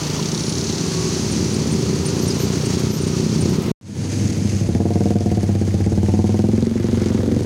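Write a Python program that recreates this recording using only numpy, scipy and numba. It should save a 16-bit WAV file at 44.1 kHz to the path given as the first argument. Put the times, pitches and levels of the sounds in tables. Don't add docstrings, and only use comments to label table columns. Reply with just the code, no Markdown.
import sys
import numpy as np
from scipy import signal
from scipy.fft import rfft, irfft, next_fast_len
from scipy.io import wavfile
from scipy.ndimage import uniform_filter1d, minimum_filter1d
from numba import njit

SR = 44100
rng = np.random.default_rng(int(sys.argv[2]) if len(sys.argv) > 2 else 0)


def digitize_waveform(pressure):
    field = np.atleast_2d(pressure).T
    bounded = np.clip(field, -1, 1)
    quanta = np.round(bounded * 32767).astype(np.int16)
    wavfile.write(sys.argv[1], SR, quanta)


N = 328879
TIME = np.arange(N) / SR
CUT_S, RESUME_S = 3.717, 3.812


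def undb(db):
    return 10 ** (np.asarray(db) / 20)


def unit(x):
    return x / np.sqrt(np.mean(x ** 2) + 1e-20)


def curves(rows):
    s, *columns = np.transpose(rows)
    return [np.interp(TIME, s, c) for c in columns]


def bump(centre_s, half_s):
    return np.exp(-.5 * ((TIME - centre_s) / half_s) ** 2)


def add(out, start_s, sound):
    i = max(int(start_s * SR), 0)
    out[i:i + len(sound)] += sound[:N - i]


def butter(x, hz, kind, order=2):
    return signal.sosfilt(signal.butter(order, hz, kind, fs=SR, output="sos"), x)


@njit
def band(x, hz, width):
    y, band_state, low_state = np.empty(len(x)), 0., 0.
    for i in range(len(x)):
        g, damping = np.pi * hz[i] / SR, width / hz[i]
        v = (band_state + g * (x[i] + 1e-18 - low_state)) / (1 + g * (g + damping))
        band_state = 2 * v - band_state
        low_state += 2 * g * v
        y[i] = damping * v
    return y


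def ring(x, modes, tuning=0.93):
    return sum(undb(db) * band(x, hz * tuning * np.ones(N), float(width)) for hz, width, db in modes)


def noise(colour):
    hz, db = np.transpose(colour)
    size = next_fast_len(N)
    bins_hz = np.arange(size // 2 + 1) * SR / size
    gain = undb(np.interp(np.log(bins_hz + 1), np.log(hz), db))
    return unit(irfft(rfft(rng.standard_normal(size)) * gain, size)[:N])


def walk(rate_hz):
    hold = max(int(SR / rate_hz), 2)
    steps = np.repeat(rng.standard_normal(N // hold + 2), hold)
    return unit(uniform_filter1d(steps, hold)[:N])


def firings(rate_hz, scatter_db, jitter_s, start_s=0, phase=0):
    turns = phase + np.cumsum(rate_hz * (TIME >= start_s)) / SR
    due = np.flatnonzero(np.diff(np.floor(turns)))
    timing, strength = rng.standard_normal((len(due), 2)).T
    at = np.clip(due + (jitter_s * SR * timing).astype(int), 0, N - 1)
    pulses = np.zeros(N)
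    pulses[at] = undb(scatter_db * strength) / np.sqrt(rate_hz[due])
    return pulses, turns % 1


def muffle(x, low_hz, top_hz):
    return butter(butter(x, low_hz, "highpass", order=3), top_hz, "lowpass", order=5)


def street(x, wet_db, fade_s):
    t = TIME[:SR // 6]
    tail = rng.standard_normal(len(t)) * np.exp(-t / fade_s) * np.clip(t / 0.0048 - 1, 0, 1)
    echoes = signal.fftconvolve(butter(x, 112, "highpass"), tail / np.linalg.norm(tail))[:N]
    return x + undb(wet_db) * echoes


# frequency in Hz, relative density in dB.
TYRE_COLOUR = [(30, -14.5), (70, 11), (400, 3.5), (700, -2), (930, 0.5), (1080, -3.5), (1250, -2.5),
               (1600, -10.5), (2300, -7.5), (3300, -8.5), (5000, -13.5), (15000, -26.5)]
# centre in seconds, half length in seconds, level in dB.
RUMBLES = [(0.126, 0.16, -30), (2.63, 0.43, -34), (3.67, 0.12, -25.5)]
def tyres(clatter, rolling_db=-32.5):
    rumble_power = sum((undb(db) * bump(s, half_s)) ** 2 for s, half_s, db in RUMBLES)
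    return noise(TYRE_COLOUR) * (1 + 0.14 * clatter) * np.sqrt(undb(rolling_db) ** 2 + rumble_power)


# frequency in Hz, relative density in dB.
BELT_COLOUR = [(2500, -6.5), (3600, -6), (4400, 2), (5100, 0.5), (5900, 3.5), (6600, 2), (7300, -5),
               (8100, -10), (9000, -8.5), (10500, -16.5), (12500, -25), (15500, -52.5)]
def belts(clatter, level_db=-31.5, screen_db=-6):
    screened = np.clip((TIME - 3.54) / 0.13, 0, 1)
    gain = undb(level_db + screen_db * screened + 1.5 * walk(110))
    return noise(BELT_COLOUR) * (1 + 0.084 * clatter) * gain


def passing_belt():
    return noise(BELT_COLOUR) * bump(1.12, 0.29) * undb(-31)


# time in seconds, beats per second.
RATTLE_RATE = [(0, 29.4), (.3, 33.5), (.65, 34.6), (.9, 37.3), (1.3, 41)]
# nominal frequency in Hz, width in Hz, gain in dB.
CASING_MODES = [(4590, 670, 0), (5900, 1200, 0.5), (6600, 470, -2.5)]
def drive_rattle(closest_s=.45, half_s=.42, decay_cycles=.25):
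    cycle = np.cumsum(curves(RATTLE_RATE)[0]) / SR % 1
    bursts = rng.standard_normal(N) * np.exp(-cycle / decay_cycles)
    doppler = 1 - .015 * np.tanh((TIME - closest_s) / half_s)
    rattle = butter(ring(bursts, CASING_MODES, doppler), [3100, 7200], "bandpass", order=3)
    return unit(rattle) * bump(closest_s, half_s) * undb(-32.5)


def glide(length_s, start_hz, end_hz, rough):
    size = max(int(length_s * SR), 64)
    wobble = unit(uniform_filter1d(rng.standard_normal(size), size=40))
    hz = np.linspace(start_hz, end_hz, size) * (1 + rough * wobble)
    return np.hanning(size) * np.sin(2 * np.pi * np.cumsum(hz) / SR)


# time in seconds, top rms level in dB, nominal pitch in Hz.
SQUEAKS = [(0.4932, -36, 9000), (0.8799, -40, 8600), (1.3184, -32.5, 8750), (1.5407, -35, 8800),
           (1.722, -33, 8550), (2.063, -27.5, 8730), (2.28, -31.5, 8560), (2.658, -34, 8400),
           (3.0205, -34, 8600), (3.0734, -36, 8460), (3.411, -30, 8500)]
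# start and length in seconds, first and last pitch in Hz, top rms level in dB.
SQUEALS = [(0.182, 0.56, 9500, 9800, -44.5), (0.184, 0.026, 970, 1020, -31), (0.733, 0.52, 1100, 1130, -42),
           (2.204, 0.066, 12400, 12500, -40), (2.278, .022, 5730, 5630, -29),
           (2.299, 0.019, 5030, 4930, -23.5), (2.366, 0.11, 12200, 11900, -40),
           (2.885, 0.1208, 12500, 11700, -39), (3.116, 0.059, 1284, 1180, -39)]
def squeaks():
    out = np.zeros(N)
    for s, db, hz in SQUEAKS:
        add(out, s - .012, undb(db + 3) * glide(0.0325, hz * 1.077, hz * 0.985, rough=0.035))
    for s, length_s, start_hz, end_hz, db in SQUEALS:
        add(out, s, undb(db + 3) * glide(length_s, start_hz, end_hz, rough=.014))
    return out


# start in seconds, gain in dB.
RAIL_TICKS = [(2.2862, -44), (2.794, -31), (3.495, -32), (3.621, -29), (3.659, -32)]
def rail_ticks(decay_s=0.012):
    t, out = TIME[:SR // 20], np.zeros(N)
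    for s, db in RAIL_TICKS:
        burst = butter(rng.standard_normal(len(t)), [3500, 13000], "bandpass")
        add(out, s, undb(db) * burst * np.exp(-t / decay_s))
    return out


# centre and half length in seconds, peak firings per second,
# share of peak speed gained, peak silencer frequency in Hz, gain in dB.
REVS = [(0.108, 0.17, 30, 0.35, 149, -29), (0.85, .3, 37.5, 0.13, 376, -31.5),
        (1.719, .17, 46, .22, 223, -26.5), (2.199, .16, 44, .16, 251, -32),
        (3.65, 0.1008, 41, .1, 371, -27.5), (3.752, 0.21, 40, 0.16, 202, -23)]
def revs():
    out = 0
    for s, half_s, peak_hz, rise, pipe_hz, db in REVS:
        effort = bump(s, half_s)
        speed = 1 - rise * (1 - effort)
        pulses, _ = firings(peak_hz * speed, scatter_db=1.5, jitter_s=.0001)
        pipe = ring(pulses, [(pipe_hz, 28, 0), (pipe_hz * 1.8, 70, -11)], speed)
        out += unit(muffle(pipe, low_hz=91, top_hz=527)) * np.sqrt(effort) * undb(db)
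    return out


def nearness(closest_s, half_power_s=0.7):
    return 1 / np.hypot(1, (TIME - closest_s) / half_power_s)


# time in seconds, firings per second.
LEAD_RATE = [(0.0, 30.64), (0.713, 32.55), (1.8, 29.4), (2.2, 29.7), (2.9, 30.1), (3.15, 30.7),
             (3.72, 31.4)]
# nominal frequency in Hz, width in Hz, gain in dB.
LEAD_MODES = [(112, 36, 2), (165, 55, 0), (240, 48, 0), (374, 18, 3), (400, 24, -12), (490, 80, -22)]
# first and last firings per second, nominal silencer frequency in Hz,
# closest time in seconds, relative level in dB.
CROWD = [(26, 31, 165, .3, 1), (37, 45, 104, 1.5, 0), (22, 29, 185, 1.7, -2), (46, 38, 115, 3.2, -2),
         (16, 22, 95, 2.4, -1), (32, 39, 180, 3.6, -3)]
def scooter_exhausts(start_db=-24, rise_db_per_s=2.23):
    on = TIME < CUT_S
    pulses, cycle = firings(curves(LEAD_RATE)[0], scatter_db=1.5, jitter_s=.00014)
    lead = muffle(ring(pulses, LEAD_MODES), low_hz=88.3, top_hz=415)
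    others, clatter = 0, np.exp(-cycle / 0.89)
    for first_hz, last_hz, pipe_hz, closest_s, db in CROWD:
        rate_hz = np.interp(TIME, [0, CUT_S], [first_hz, last_hz]) * (1 + .035 * walk(2.5))
        pulses, cycle = firings(rate_hz, scatter_db=1.5, jitter_s=.00012, phase=rng.random())
        gain = undb(db) * nearness(closest_s)
        pipe = ring(pulses, [(pipe_hz, 55, 0), (pipe_hz * 2, 70, -12)])
        others += gain * unit(muffle(pipe, low_hz=90, top_hz=434))
        clatter += gain * np.exp(-cycle / 0.37)
    lead_gain = undb(3.2) * nearness(closest_s=2.65)
    mix = (lead_gain * lead / np.std(lead[on]) + others / np.std(others[on])) / np.hypot(1, lead_gain)
    exhaust = street(mix, wet_db=-9, fade_s=.03) * undb(start_db + rise_db_per_s * TIME)
    return exhaust, clatter / np.mean(clatter[on]) - 1


# frequency in Hz, relative density in dB.
FAR_ROAD = [(30, -7), (100, 17), (350, 3), (600, 2.5), (1000, -14.5), (1500, -17.5), (2200, -13),
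            (3200, -16.5), (5000, -19), (10000, -23), (15000, -31)]
FAR_BELTS = [(2500, -1), (3600, -3), (4600, 1.5), (5400, 0), (6500, 4.5), (7400, -4), (8100, -6),
             (9200, -6), (11000, -14), (15500, -49)]
FAR_ENGINES = [(25, -28), (45, -68), (80, 1.5), (115, 5.5), (230, 1.5), (370, -12), (500, -20.5),
               (900, -26.5), (4000, -71)]
def far_traffic(bike_cycle):
    elapsed_s = TIME - RESUME_S
    puff = np.exp(-bike_cycle / 0.043)
    road = noise(FAR_ROAD) * (1 + 1.44 * puff) * undb(-34 + 1.5 * walk(70))
    leaving = undb(-36.5 - 11 * np.maximum(elapsed_s, 0))
    hiss_gain = np.hypot(undb(-42.5), leaving)
    hiss = noise(FAR_BELTS) * (1 + 0.14 * puff) * hiss_gain * undb(1.9 * walk(80))
    engines = noise(FAR_ENGINES) * undb(-20.5 - 2.5 * elapsed_s + walk(25))
    return road + hiss + engines


# start in seconds, level in dB.
JOLTS = [(4.098, -37), (4.135, -36), (4.255, -37), (4.487, -36), (4.56, -37)]
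# frequency in Hz, relative density in dB.
METAL_COLOUR = [(900, -16), (2000, 0), (2600, -1), (3400, -8), (4900, 1), (5600, 0.5), (6450, 6),
                (7100, -3), (10500, -13), (15000, -30)]
def loose_parts(start_s=4.04, end_s=4.72, edge_s=0.12, decay_s=0.028, grit_db=3):
    t, jolts = TIME[:SR // 10], np.zeros(N)
    for s, db in JOLTS:
        add(jolts, s, undb(db) * np.exp(-t / decay_s))
    rustle = undb(-39.5) * np.clip(np.minimum(TIME - start_s, end_s - TIME) / edge_s, 0, 1)
    return noise(METAL_COLOUR) * np.hypot(rustle, jolts) * undb(grit_db * walk(500))


# nominal frequency in Hz, width in Hz, gain in dB.
FOLLOWER_MODES = [(320, 42, 9), (403, 16, 1.5), (503, 46, -3.5)]
# frequency in Hz, relative density in dB.
FOLLOWER_RASP = [(300, -20), (600, 5.5), (1100, 1.5), (1900, -2), (2800, -8), (3800, -6), (8000, -23),
                 (15000, -29)]
def follower(final_rate_hz=40, growth_per_s=.25):
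    rate_hz = final_rate_hz * np.exp(growth_per_s * (TIME - TIME[-1])) * (1 + .02 * walk(3))
    pulses, cycle = firings(rate_hz, scatter_db=2.5, jitter_s=.0003)
    exhaust = unit(muffle(ring(pulses, FOLLOWER_MODES), low_hz=199, top_hz=560))
    rasp = noise(FOLLOWER_RASP) * unit(np.exp(-cycle / 0.64))
    return exhaust * bump(7.4, .24) * undb(-24.5) + rasp * bump(7.01, 0.34) * undb(-38.5)


# start in seconds, level in dB.
KNOCKS = [(4.749, -32), (5.302, -35), (5.408, -38), (5.459, -39), (5.551, -42), (5.671, -35),
          (5.707, -35.5), (5.81, -40), (5.843, -37), (6.061, -32), (6.091, -34), (6.515, -37), (6.576, -30),
          (6.663, -34), (6.777, -30), (6.83, -32), (7.02, -28.5), (7.074, -34), (7.315, -32)]
# nominal frequency in Hz, width in Hz, gain in dB.
KNOCK_MODES = [(1750, 340, -10), (2250, 300, 2), (6000, 2800, -10.5)]
def knocks(decay_s=.0045):
    t, strikes = TIME[:SR // 50], np.zeros(N)
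    for s, db in KNOCKS:
        add(strikes, s, undb(db) * np.exp(-t / decay_s))
    metal = butter(ring(rng.standard_normal(N), KNOCK_MODES), [1200, 7000], "bandpass")
    return unit(metal) * strikes


# nominal frequency in Hz, width in Hz, gain in dB.
HEAD_MODES = [(1090, 530, -12), (2310, 370, 4.5), (5300, 2900, 4.5)]
def valves(cycle, speed_octaves):
    seating = np.exp(-cycle / 0.024) + 0.67 * np.exp(-((cycle - .6) % 1) / 0.058)
    ticks = butter(ring(rng.standard_normal(N) * seating, HEAD_MODES), 9500, "lowpass", order=3)
    return ticks * undb(-36.5 + 12.5 * speed_octaves + 2.1 * walk(23))


# frequency in Hz, relative density in dB.
RASP_COLOUR = [(600, -7), (1150, -4), (1600, 9), (2300, -7), (3200, -22), (5500, -2.5), (8000, -18),
               (15000, -38)]
def load_rasp(cycle, opening, lag_cycles=0.11, decay_cycles=0.13):
    burst = np.exp(-((cycle - lag_cycles) % 1) / decay_cycles)
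    return noise(RASP_COLOUR) * undb(-35.5) * opening * burst


# time in seconds, gain in dB, decay in seconds.
BOOM = [(3.9, -25.5, .07), (4.2, -23, .07), (5.0, -20.5, .07), (5.4, -20, .07), (5.8, -18, .07),
        (6.3, -18.5, .06), (6.6, -19.5, .036), (7.1, -19.5, .03), (7.46, -21, .03)]
def boom(age_s, heat, nominal_hz=98):
    db, decay_s = curves(BOOM)
    swing = np.sin(2 * np.pi * nominal_hz * np.sqrt(heat) * age_s) * np.exp(-age_s / decay_s)
    swing = butter(butter(swing, 210, "lowpass", order=3), 62, "highpass", order=3)
    return swing / np.std(swing[TIME > RESUME_S]) * undb(db)


# nominal frequency in Hz, width in Hz, gain in dB.
THUMP_MODES = [(140, 30, -13), (178, 24, -7), (206, 17, 8.3), (238, 24, -5), (326, 34, -.5)]
def thump(blast, heat):
    pipe = ring(blast, THUMP_MODES, heat * (1 + .018 * walk(7)))
    pipe = butter(butter(pipe, 90, "highpass"), 420, "lowpass", order=4)
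    return pipe / np.std(pipe[TIME > RESUME_S])


# nominal frequency in Hz, width in Hz, gain in dB.
BARK_MODES = [(455, 70, 0), (585, 65, -9), (690, 60, -8.5), (745, 62, -6), (850, 70, -9), (950, 60, -13)]
def bark(blast, heat, reach_hz, fall_db_per_khz=55):
    trip_s = .0077 / (heat * (1 + .03 * walk(6)))
    echoed = sum((-1) ** trip * undb(db) * np.interp(TIME - trip * trip_s, TIME, blast)
                 for trip, db in enumerate([0, -3, -10]))
    pipe = 0
    for mode in BARK_MODES:
        beyond_khz = np.maximum(mode[0] - reach_hz, 0) / 1000
        pipe += ring(echoed, [mode], heat * (1 + .03 * walk(2.78))) * undb(-fall_db_per_khz * beyond_khz)
    dull = butter(pipe, [400, 800], "bandpass", order=5)
    bright = butter(pipe, [410, 940], "bandpass", order=5)
    sharpness = np.clip((reach_hz - 760) / 150, 0, 1)
    blend = dull * np.sqrt(1 - sharpness) + bright * np.sqrt(sharpness)
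    return blend / np.std(blend[TIME > RESUME_S])


# time in seconds, opening from 0 to 1.
THROTTLE = [(4.68, 0.63), (5.38, 0.51), (5.88, 0.47), (6.48, 0), (6.72, 0)]
def throttle(turn_s=0.13):
    opening = np.zeros(N)
    for s, target in THROTTLE:
        opening += (target - opening) * np.clip((TIME - s) / turn_s + .5, 0, 1)
    return opening


def gas_blast(pulses, cycle, speed_octaves, opening):
    on = TIME > RESUME_S
    gas = rng.standard_normal(N) * np.exp(-cycle / 0.52) * np.std(pulses[on]) * on
    turbulence = .28 + .5 * np.maximum(speed_octaves, 0) * (1 - opening)
    return street(pulses + turbulence * gas, wet_db=-3 - 11 * speed_octaves - 9 * opening, fade_s=.025)


# time in seconds, firings per second.
BIKE_RATE = [(3.8, 11.83), (4.202, 12.62), (4.658, 12.26), (4.754, 19.02), (5.117, 20.33), (5.374, 17.1),
             (5.724, 15.45), (5.894, 17.59), (6.338, 20.1), (6.706, 23.07), (7.46, 22.98)]
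# time in seconds, heat as a tuning factor, reach of the pulse in Hz.
BIKE_GAS = [(3.8, .98, 480), (4.6, .98, 480), (4.8, 1.0, 840), (5.3, 1.0, 770), (5.55, .97, 670),
            (5.85, .97, 650), (6.02, .99, 950), (6.3, 1.03, 980), (6.5, 1.05, 840), (6.75, 1.075, 860),
            (7.46, 1.085, 840)]
def motorcycle(idle_hz=13.95, away_s=6.89, away_db_per_s=6.5):
    rate_hz, opening = curves(BIKE_RATE)[0], throttle()
    speed_octaves = np.log2(rate_hz / idle_hz)
    heat, reach_hz = curves(BIKE_GAS)
    pulses, cycle = firings(rate_hz, scatter_db=1, jitter_s=.00012, start_s=RESUME_S - .012)
    blast = gas_blast(pulses, cycle, speed_octaves, opening)
    exhaust = thump(blast, heat) * undb(-24.8 + 12.5 * speed_octaves + 2 * opening)
    exhaust += bark(blast, heat, reach_hz) * undb(-42.8 + 5 * speed_octaves + 15.5 * opening)
    exhaust *= undb(-away_db_per_s * np.maximum(TIME - away_s, 0))
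    treble = valves(cycle, speed_octaves) + load_rasp(cycle, opening)
    return treble - exhaust - boom(cycle / rate_hz, heat), cycle


def scene(fade_in_s=0.3):
    exhausts, clatter = scooter_exhausts()
    crossing = exhausts + tyres(clatter) + belts(clatter) + revs()
    crossing += drive_rattle() + passing_belt() + squeaks() + rail_ticks()
    bike, cycle = motorcycle()
    trackside = bike + far_traffic(cycle) + follower() + loose_parts() + knocks()
    cut = np.clip((CUT_S - TIME) / .002, 0, 1)
    fade_in = (TIME > RESUME_S) * np.clip(0.067 + (TIME - RESUME_S) / fade_in_s, 0, 1)
    return (cut * crossing + fade_in * trackside)[None]


def limiter(x, ceiling=0.54, recover_db_per_s=13):
    over_db = 20 * np.log10(np.maximum(np.abs(x[0]) / ceiling, 1))
    recovery_db = recover_db_per_s * TIME
    cut_db = np.maximum.accumulate(over_db + recovery_db) - recovery_db
    return x * undb(uniform_filter1d(minimum_filter1d(-cut_db, size=1600), size=1600))


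def record(dry, clip_level=.58, low_hz=38, top_hz=15750):
    held = limiter(dry)
    rounded = held / (1 + (held / clip_level) ** 8) ** (1 / 8)
    top_cut = signal.ellip(8, .2, 70, top_hz, fs=SR, output="sos")
    return signal.sosfilt(top_cut, butter(rounded, low_hz, "highpass", order=1))


dry = scene()
out = record(dry)
digitize_waveform(out)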